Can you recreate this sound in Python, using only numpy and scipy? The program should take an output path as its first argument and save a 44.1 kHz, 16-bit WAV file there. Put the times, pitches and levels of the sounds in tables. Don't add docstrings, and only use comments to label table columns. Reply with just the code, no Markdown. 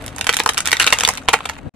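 import sys
import numpy as np
from scipy import signal
from scipy.fft import rfft, irfft
from scipy.io import wavfile
from scipy.ndimage import uniform_filter1d

SR = 44100
rng = np.random.default_rng(int(sys.argv[2]) if len(sys.argv) > 2 else 0)


def master_out(mix):
    frames = np.transpose(np.atleast_2d(mix))
    ceiling = np.clip(frames, -1, 1)
    pcm = np.round(ceiling * 32767).astype(np.int16)
    wavfile.write(sys.argv[1], SR, pcm)


def how_loud(loudness_db):
    steps = np.asarray(loudness_db, float) / 20
    return 10 ** steps


N = 77175

# (time [s], peak [dB], shell [dB], brittle [dB])
CLIMB_SNAPS = [(0.062, -22.5, -19, 1.5), (0.079, -18.5, -28, -5), (0.162, -29.5, 0, 7.5),
               (0.182, -15, -15.5, -6.5), (0.19, -21.5, -2.5, -3), (0.21, -5.5, -31, -8),
               (0.243, -12.5, -26, -5.5), (0.272, -12, -14.5, -2), (0.291, 4, -11.5, -17),
               (0.297, -11, -13.5, -3), (0.327, -10.5, -20, -8), (0.336, -4.5, -33, -9.5),
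               (0.341, -7, -26.5, -7), (0.367, -2, -22.5, -7.5), (0.388, -7, -21, -21),
               (0.395, -14.5, -5.5, 0), (0.4, 2.5, -14.5, -16.5), (0.435, -28, -2, 10.5)]
# (time [s], peak [dB], shell [dB], brittle [dB])
PRESS_SNAPS = [(0.46, -2.5, -2.5, -7.5), (0.475, -15.5, -9.5, -3), (0.49, 1, -38, -12.5),
               (0.494, -8.5, -8.5, -4), (0.515, -34, -23, -17), (0.534, -25, -29, 3.5),
               (0.544, -16, -15.5, -5.5), (0.572, -7.5, -23.5, -17), (0.577, -4.5, -23.5, -5.5),
               (0.583, -9.5, -26.5, -4), (0.588, -8.5, -19, -16), (0.604, -8, -30.5, -4.5),
               (0.656, -8.5, -30.5, -4.5), (0.663, -8, -38.5, -10), (0.673, -4, -22.5, -2.5),
               (0.685, -8, -37.5, -14), (0.694, -13, -30.5, -17), (0.708, -16, -33.5, -6),
               (0.716, -2.5, -32.5, -9.5), (0.728, 0.5, -20.5, -10), (0.73, 1.5, -45, -15.5),
               (0.749, -27.5, -16.5, -25), (0.768, -8.5, -24.5, -10)]
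# (time [s], peak [dB], shell [dB], brittle [dB])
LEVER_SNAPS = [(0.799, 2, -31.5, -11), (0.806, -3, -20, -12.5), (0.812, -1, -27, -16),
               (0.818, -5, -29.5, -10), (0.824, -6.5, -35.5, -5.5), (0.83, -9, -17.5, -12.5),
               (0.842, -6.5, -34, -11.5), (0.865, -2, -15.5, -3), (0.873, 3.5, -48.5, -18),
               (0.877, 0, -21, -12), (0.904, -14.5, -25, -3), (0.924, 2.5, -12.5, -11.5),
               (0.926, 7, -17.5, -20), (0.931, -5, -45.5, -3), (0.986, -11.5, -8.5, 2),
               (0.999, -15, -20, 5), (1.007, -5.5, -15.5, -6.5), (1.034, -2, -11, -10),
               (1.049, 3, -32.5, -11.5), (1.075, -4, -9.5, -5.5), (1.087, 2, -10.5, -7.5),
               (1.098, -18.5, 0, -1.5)]
# (time [s], peak [dB], shell [dB], brittle [dB])
FALL_SNAPS = [(1.136, -17.5, -18, -4.5), (1.173, -14.5, -44, -5), (1.179, -13.5, -26, -12),
              (1.279, -13, -26, -42), (1.285, 5.5, -10.5, -17), (1.29, -2.5, -19.5, -11.5),
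              (1.33, -13, -36, -2), (1.337, 1, -7.5, -11.5), (1.34, 1, -23.5, -34), (1.367, -23, -26, -21),
              (1.388, -21.5, -7, -14), (1.405, -15, -14, -30), (1.454, -10, -8, -15),
              (1.457, -9.5, -13.5, -12), (1.49, -12.5, -23.5, -11), (1.495, -8, -11.5, -12),
              (1.565, -24.5, -15, -32)]
# (time [s], peak [dB], shell [dB], brittle
# [dB])
FURTHER_SNAPS = [
    (0.2677, -0.5, -22.5, -14),
    (0.797, -6.5, -18, -2.5),
    (1.333, -1, -9.5, -10.5),
    (1.553, -26.5, -16.5, -16.5),
                 (.022, -29, -16.5, -1.5), (.041, -31, -16.5, -3), (.356, -22, -27, -14),
              (0.65, -21, -16.5, -13), (.88, -8.5, -29.5, -11), (.936, -5, -19, -13.5),
              (1.018, -18, -25.5, -6), (1.106, -12.5, -21, -13), (1.152, -23, -22.5, -3)]
# (time [s], low ring [Hz], low level [dB], high ring [Hz], high level [dB])
FLEXING_PIECES = [(.07, 1505, -15, 3550, -2.5), (.21, 890, -7, 3600, 0.5), (.268, 900, -6, 2190, -3.5),
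                  (.291, 2050, -8, 3340, -0.5), (.336, 2240, -7.5, 3600, -0.5),
                  (.367, 2120, -7, 3510, -0.5), (.4, 1080, -4, 3940, -2), (.46, 865, 2.5, 4270, -7),
                  (.49, 1300, -6.5, 3560, -0.5), (.58, 1280, -7, 3840, -5.5), (.66, 1360, -3, 3250, -3),
                  (.673, 1980, -3, 3600, 1.5), (.69, 1892, 2.5, 3400, -6), (.716, 2180, 2, 3900, -7),
                  (.729, 2240, 3.5, 3800, 0), (.77, 2160, -4, 3900, 2), (.8, 1240, -6.5, 2770, 0),
                  (.813, 1370, -3.5, 2060, -4.5), (.83, 1430, -2, 3940, 5), (.865, 920, -6.5, 3600, 0.5),
                  (.876, 2370, -3, 3920, 0), (.927, 1140, -1, 2810, -7), (1.007, 2400, -1.5, 3420, 5),
                  (1.034, 880, -6, 3130, 2.5), (1.05, 2280, -2, 3480, 2.5), (1.08, 890, -5.5, 2110, -10),
                  (1.285, 948, -2, 2464, -3.5), (1.336, 1355, 1, 2600, -3.5), (1.405, 1200, 7, 2400, 2),
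                  (1.455, 500, -6, 1720, -12.5), (1.496, 910, -9.5, 2300, -2)]
# (frequency [Hz], level [dB], t60 [s])
SHELL_MODES = [(467, -0.5, 0.041), (545, 0.5, 0.028), (625, 1, 0.022), (796, 6, 0.028), (897.5, 7, 0.03),
               (1014, 3.5, .02), (1240, 1, 0.028)]
# (time [s], peak [dB])
GROUND_KNOCKS = [
    (0.462, -19),
    (0.73, -19),
    (0.799, -19),
    (0.925, -18.5),
    (1.049, -24.5),
    (1.088, -17),
    (1.285, -12.5),
]
# (time [s], level [dB])
PLASTIC_LOAD = [(0, -43.5), (.16, -43.5), (.3, -46), (.44, -42.5), (.58, -39.5), (.64, -47.5), (.83, -32.5),
                (.97, -33.5), (1.1, -31), (1.2, -44.5), (1.25, -54.5), (1.4, -40.5), (1.69, -59)]
# (frequency [Hz], density [dB per Hz])
CREAK_COLOUR = [(300, -34), (600, 2), (1250, 4), (3700, -1.5), (4900, -9.5), (9000, -10), (16000, -32.5)]
# (time [s], left over right [dB])
TYRE_PAN = [(0, -4.5), (.2, -3), (.75, -1), (1.75, -1.5)]
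# (time [s], firing rate [Hz], level [dB])
ENGINE_IDLE = [(0, 41.37, -35.5), (.3, 39.93, -41.5), (1.15, 39, -40.5), (1.75, 38.2, -44)]
# (multiple of firing rate [1], level [dB])
EXHAUST_NOTE = [(1, -5.5), (2, 2.5), (3, -4), (4, -9), (5, -2.5), (6, -2.5), (7, 3.5), (8, -14), (9, -18.5),
                (10, -40.5)]
# (frequency [Hz], density [dB per Hz])
ENGINE_RUMBLE = [(15, -35), (25, -0.5), (98, 3.5), (374, -8), (642, -4.5), (784, -8.5), (3000, -25),
                 (3900, -38), (6600, -120)]
# (time [s], level [dB])
WIND_GUST = [(0, -51), (1.5, -56), (1.62, -31.5), (1.65, -31.5), (1.67, -17), (1.685, -32), (1.75, -38)]


def snaps():
    rows = CLIMB_SNAPS + PRESS_SNAPS + LEVER_SNAPS + FALL_SNAPS + FURTHER_SNAPS
    s, db, shell_db, brittle_db = np.transpose(rows)
    t = np.arange(1800) / SR

    length_s = 0.001 * np.exp(0.05 * db)[:, None]
    slips = rng.standard_normal((len(s), len(t))) ** 3 * np.exp(-t / length_s)
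    fade = np.exp(-t / (6 * length_s))
    grit = fade * evened(slips, size=40)
    slips[:, 8] += 10 * np.sign(slips[:, 8])
    slips = fade * evened(slips, size=20)

    keys = family(slips, low_hz=1270, high_hz=4500, t60=0.0071, db=0.73, alike=0.93,
                  tilt_db=0.13 * (brittle_db - shell_db)[:, None] - 0.5, count=20)
    splinters = family(grit + 0.5 * slips, low_hz=4800, high_hz=15500, t60=0.0057, db=10.96, alike=0.17,
                       tilt_db=-6.5, count=24)
    hz, mode_db, t60 = np.transpose(SHELL_MODES)
    detune = 1 + 0.038 * rng.standard_normal((len(s), len(hz)))
    shell = struck(hz * detune, mode_db, 0.79 * t60 * detune, 0.97, slips)
    sound = pieces(s, slips) + keys
    sound = sound + how_loud(brittle_db)[:, None, None] * splinters
    sound = sound + how_loud(shell_db + 3)[:, None, None] * shell

    out = np.zeros((2, N + len(t)))
    for start, level, one in zip((s * SR + 25).astype(int), how_loud(db), sound):
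        out[:, start:start + len(t)] += level * one
    return signal.sosfilt(signal.butter(2, 340, "high", fs=SR, output="sos"), out[:, :N])


def pieces(s, slips):
    table = np.array(FLEXING_PIECES)
    nearest = np.abs(s[:, None] - table[:, 0]).argmin(axis=1)
    _, low_hz, low_db, high_hz, high_db = table[nearest].T
    pair = 1 + 0.058 * np.array([-1, 1])
    out = 0
    for hz, db in ((low_hz, low_db), (high_hz, high_db)):
        t60 = 0.0059 * (2000 / hz[:, None] * pair) ** 0.4
        out = out + how_loud(db - 6.5)[:, None, None] * struck(hz[:, None] * pair, 0, t60, 0.93, slips)
    return out


def family(slips, low_hz, high_hz, t60, db, alike, tilt_db, count):
    place = (np.arange(count) + 0.95 * rng.random((len(slips), count))) / count
    hz = low_hz * (high_hz / low_hz) ** place
    mode_db = (tilt_db * place + 36.0 * place * (1 - place))[:, None]
    return how_loud(db) * struck(hz, mode_db, t60 * how_loud(-6 * place + 2.0), alike, slips)


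def struck(hz, db, t60, alike, slips):
    t = np.arange(slips.shape[-1]) / SR
    count = hz.shape[-1]
    weight = rng.standard_normal((len(slips), 2, count))
    weight[:, 0] = (-1) ** np.arange(count) * how_loud(2.05 * weight[:, 0])
    likeness = np.clip(alike, -1, 1)
    mix = np.array([[1, 0.96], [1, -0.92]]) * np.sqrt([1 + likeness, 1 - likeness])
    rings = np.sin(2 * np.pi * hz[..., None] * t) * how_loud(-60 * t / t60[..., None])
    body = np.einsum("cs,esm,emt->ect", mix, weight * how_loud(db), rings)
    out = signal.fftconvolve(body, slips[:, None], axes=2)[..., :len(t)]
    return out / np.abs(out).max(2, keepdims=True)


def rattle(x):
    t = np.arange(SR // 4) / SR
    noise = rng.standard_normal((2, len(t)))
    tail = noise[0] + signal.lfilter([1.6, -1.5], [1], noise)
    tail = tail * how_loud(-60 * t / 0.088) * (t > 0.001)
    tail = signal.sosfilt(signal.butter(1, 14200, fs=SR, output="sos"), evened(tail, size=30))
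    tail = tail / np.sqrt(np.sum(tail ** 2, 1, keepdims=True))
    return how_loud(-10) * signal.fftconvolve(x, tail, axes=1)[:, :N]


def knocks():
    t = np.arange(N) / SR
    width_s = 0.0012
    return sum(how_loud(db - 5.5) * np.exp(-0.5 * ((t - s) / width_s) ** 2) for s, db in GROUND_KNOCKS)


def creak():
    cracks_per_s, spread_db = 1100, 5.3
    born = rng.random(N) < cracks_per_s * how_loud(5 * drift(40)) / SR
    size = how_loud(spread_db * np.minimum(rng.exponential(1, N), 3.0))
    grains = born * size * rng.choice([-1, 1], N)
    smear = rng.standard_normal((2, 200)) * np.exp(-np.arange(200) / 40)
    both = signal.fftconvolve(grains[None], smear + 0.5 * smear[0], axes=1)[:, :N]
    fine = rms_one(both) + 0.48 * rng.standard_normal((2, N))
    return how_loud(in_time(PLASTIC_LOAD)[0] + 5.5) * coloured(fine, CREAK_COLOUR)


def engine():
    wobble_db, rough_db, left_db = 4, 3.5, 1.5
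    hz, db = in_time(ENGINE_IDLE)
    phase = 2 * np.pi * np.cumsum(hz * (1 + 0.021 * drift(6.4))) / SR
    note = sum(how_loud(level + wobble_db * drift(14)) * np.sin(k * phase + 0.71 * k) for k, level in EXHAUST_NOTE)
    noise = rng.standard_normal((2, N))
    rough = coloured(noise[0] + 0.3 * noise[1] * [[1], [-1]], ENGINE_RUMBLE)
    side = left_db * np.array([[1], [-1]])
    return how_loud(db + side) * (rms_one(note) + how_loud(rough_db) * rough)


def wind():
    band = signal.butter(2, [25, 278], "band", fs=SR, output="sos")
    low = signal.sosfilt(band, rng.standard_normal((2, N)))
    right_db = -8.5
    return how_loud(in_time(WIND_GUST)[0] + 0.83 * drift(25)) * rms_one(low) * how_loud(np.array([[0], [right_db]]))


def air():
    return how_loud(-67 + in_time(ENGINE_IDLE)[1] + 38) * rng.standard_normal((2, N))


def rms_one(x):
    return x / np.sqrt(np.mean(x ** 2) + 1e-20)


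def in_time(rows):
    s, *columns = np.transpose(rows)
    return [np.interp(np.arange(N) / SR, s, c) for c in columns]


def drift(rate):
    r = np.exp(-2 * np.pi * rate / SR)
    noise = rng.standard_normal(N + SR // 4)
    return rms_one(signal.lfilter([1], [1, -2 * r, r * r], noise)[-N:])


def coloured(x, points):
    p = np.array(points)
    hz = np.maximum(np.fft.rfftfreq(N, 1 / SR), 1)
    gain = how_loud(np.interp(np.log(hz), np.log(p[:, 0]), p[:, 1]))
    return rms_one(irfft(rfft(x) * gain, N))


def evened(x, size):
    f = rfft(x)
    power = uniform_filter1d(np.abs(f) ** 2, size, axis=-1)
    return irfft(f / np.sqrt(power), x.shape[-1])


def scene():
    hits = signal.sosfilt(signal.butter(1, 9200, fs=SR, output="sos"), snaps())
    side = how_loud(in_time(TYRE_PAN)[0] / 2 * np.array([[1], [-1]]))
    keyboard = hits + rattle(hits) + creak() + knocks()
    return side * keyboard + engine() + wind() + air()


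def low_pass(x):
    return signal.sosfilt(signal.butter(12, 16150, fs=SR, output="sos"), x)


def record(dry):
    cut_s, return_s, fade_s = 1.6945, 1.737, 0.0037
    mute_db, return_db = -48, -9
    t = np.arange(N) / SR
    back = how_loud(return_db) * np.clip((t - return_s) / fade_s, 0, 1)
    gate = np.where(t < cut_s, 1, how_loud(mute_db) + back)
    lowpass = signal.cheby2(10, 50, 16600, fs=SR, output="sos")
    x = signal.sosfilt(lowpass, dry * how_loud(-2.07))
    return low_pass(np.clip(x, -0.97, 0.97) * gate)


dry = scene()
out = record(dry)
master_out(out)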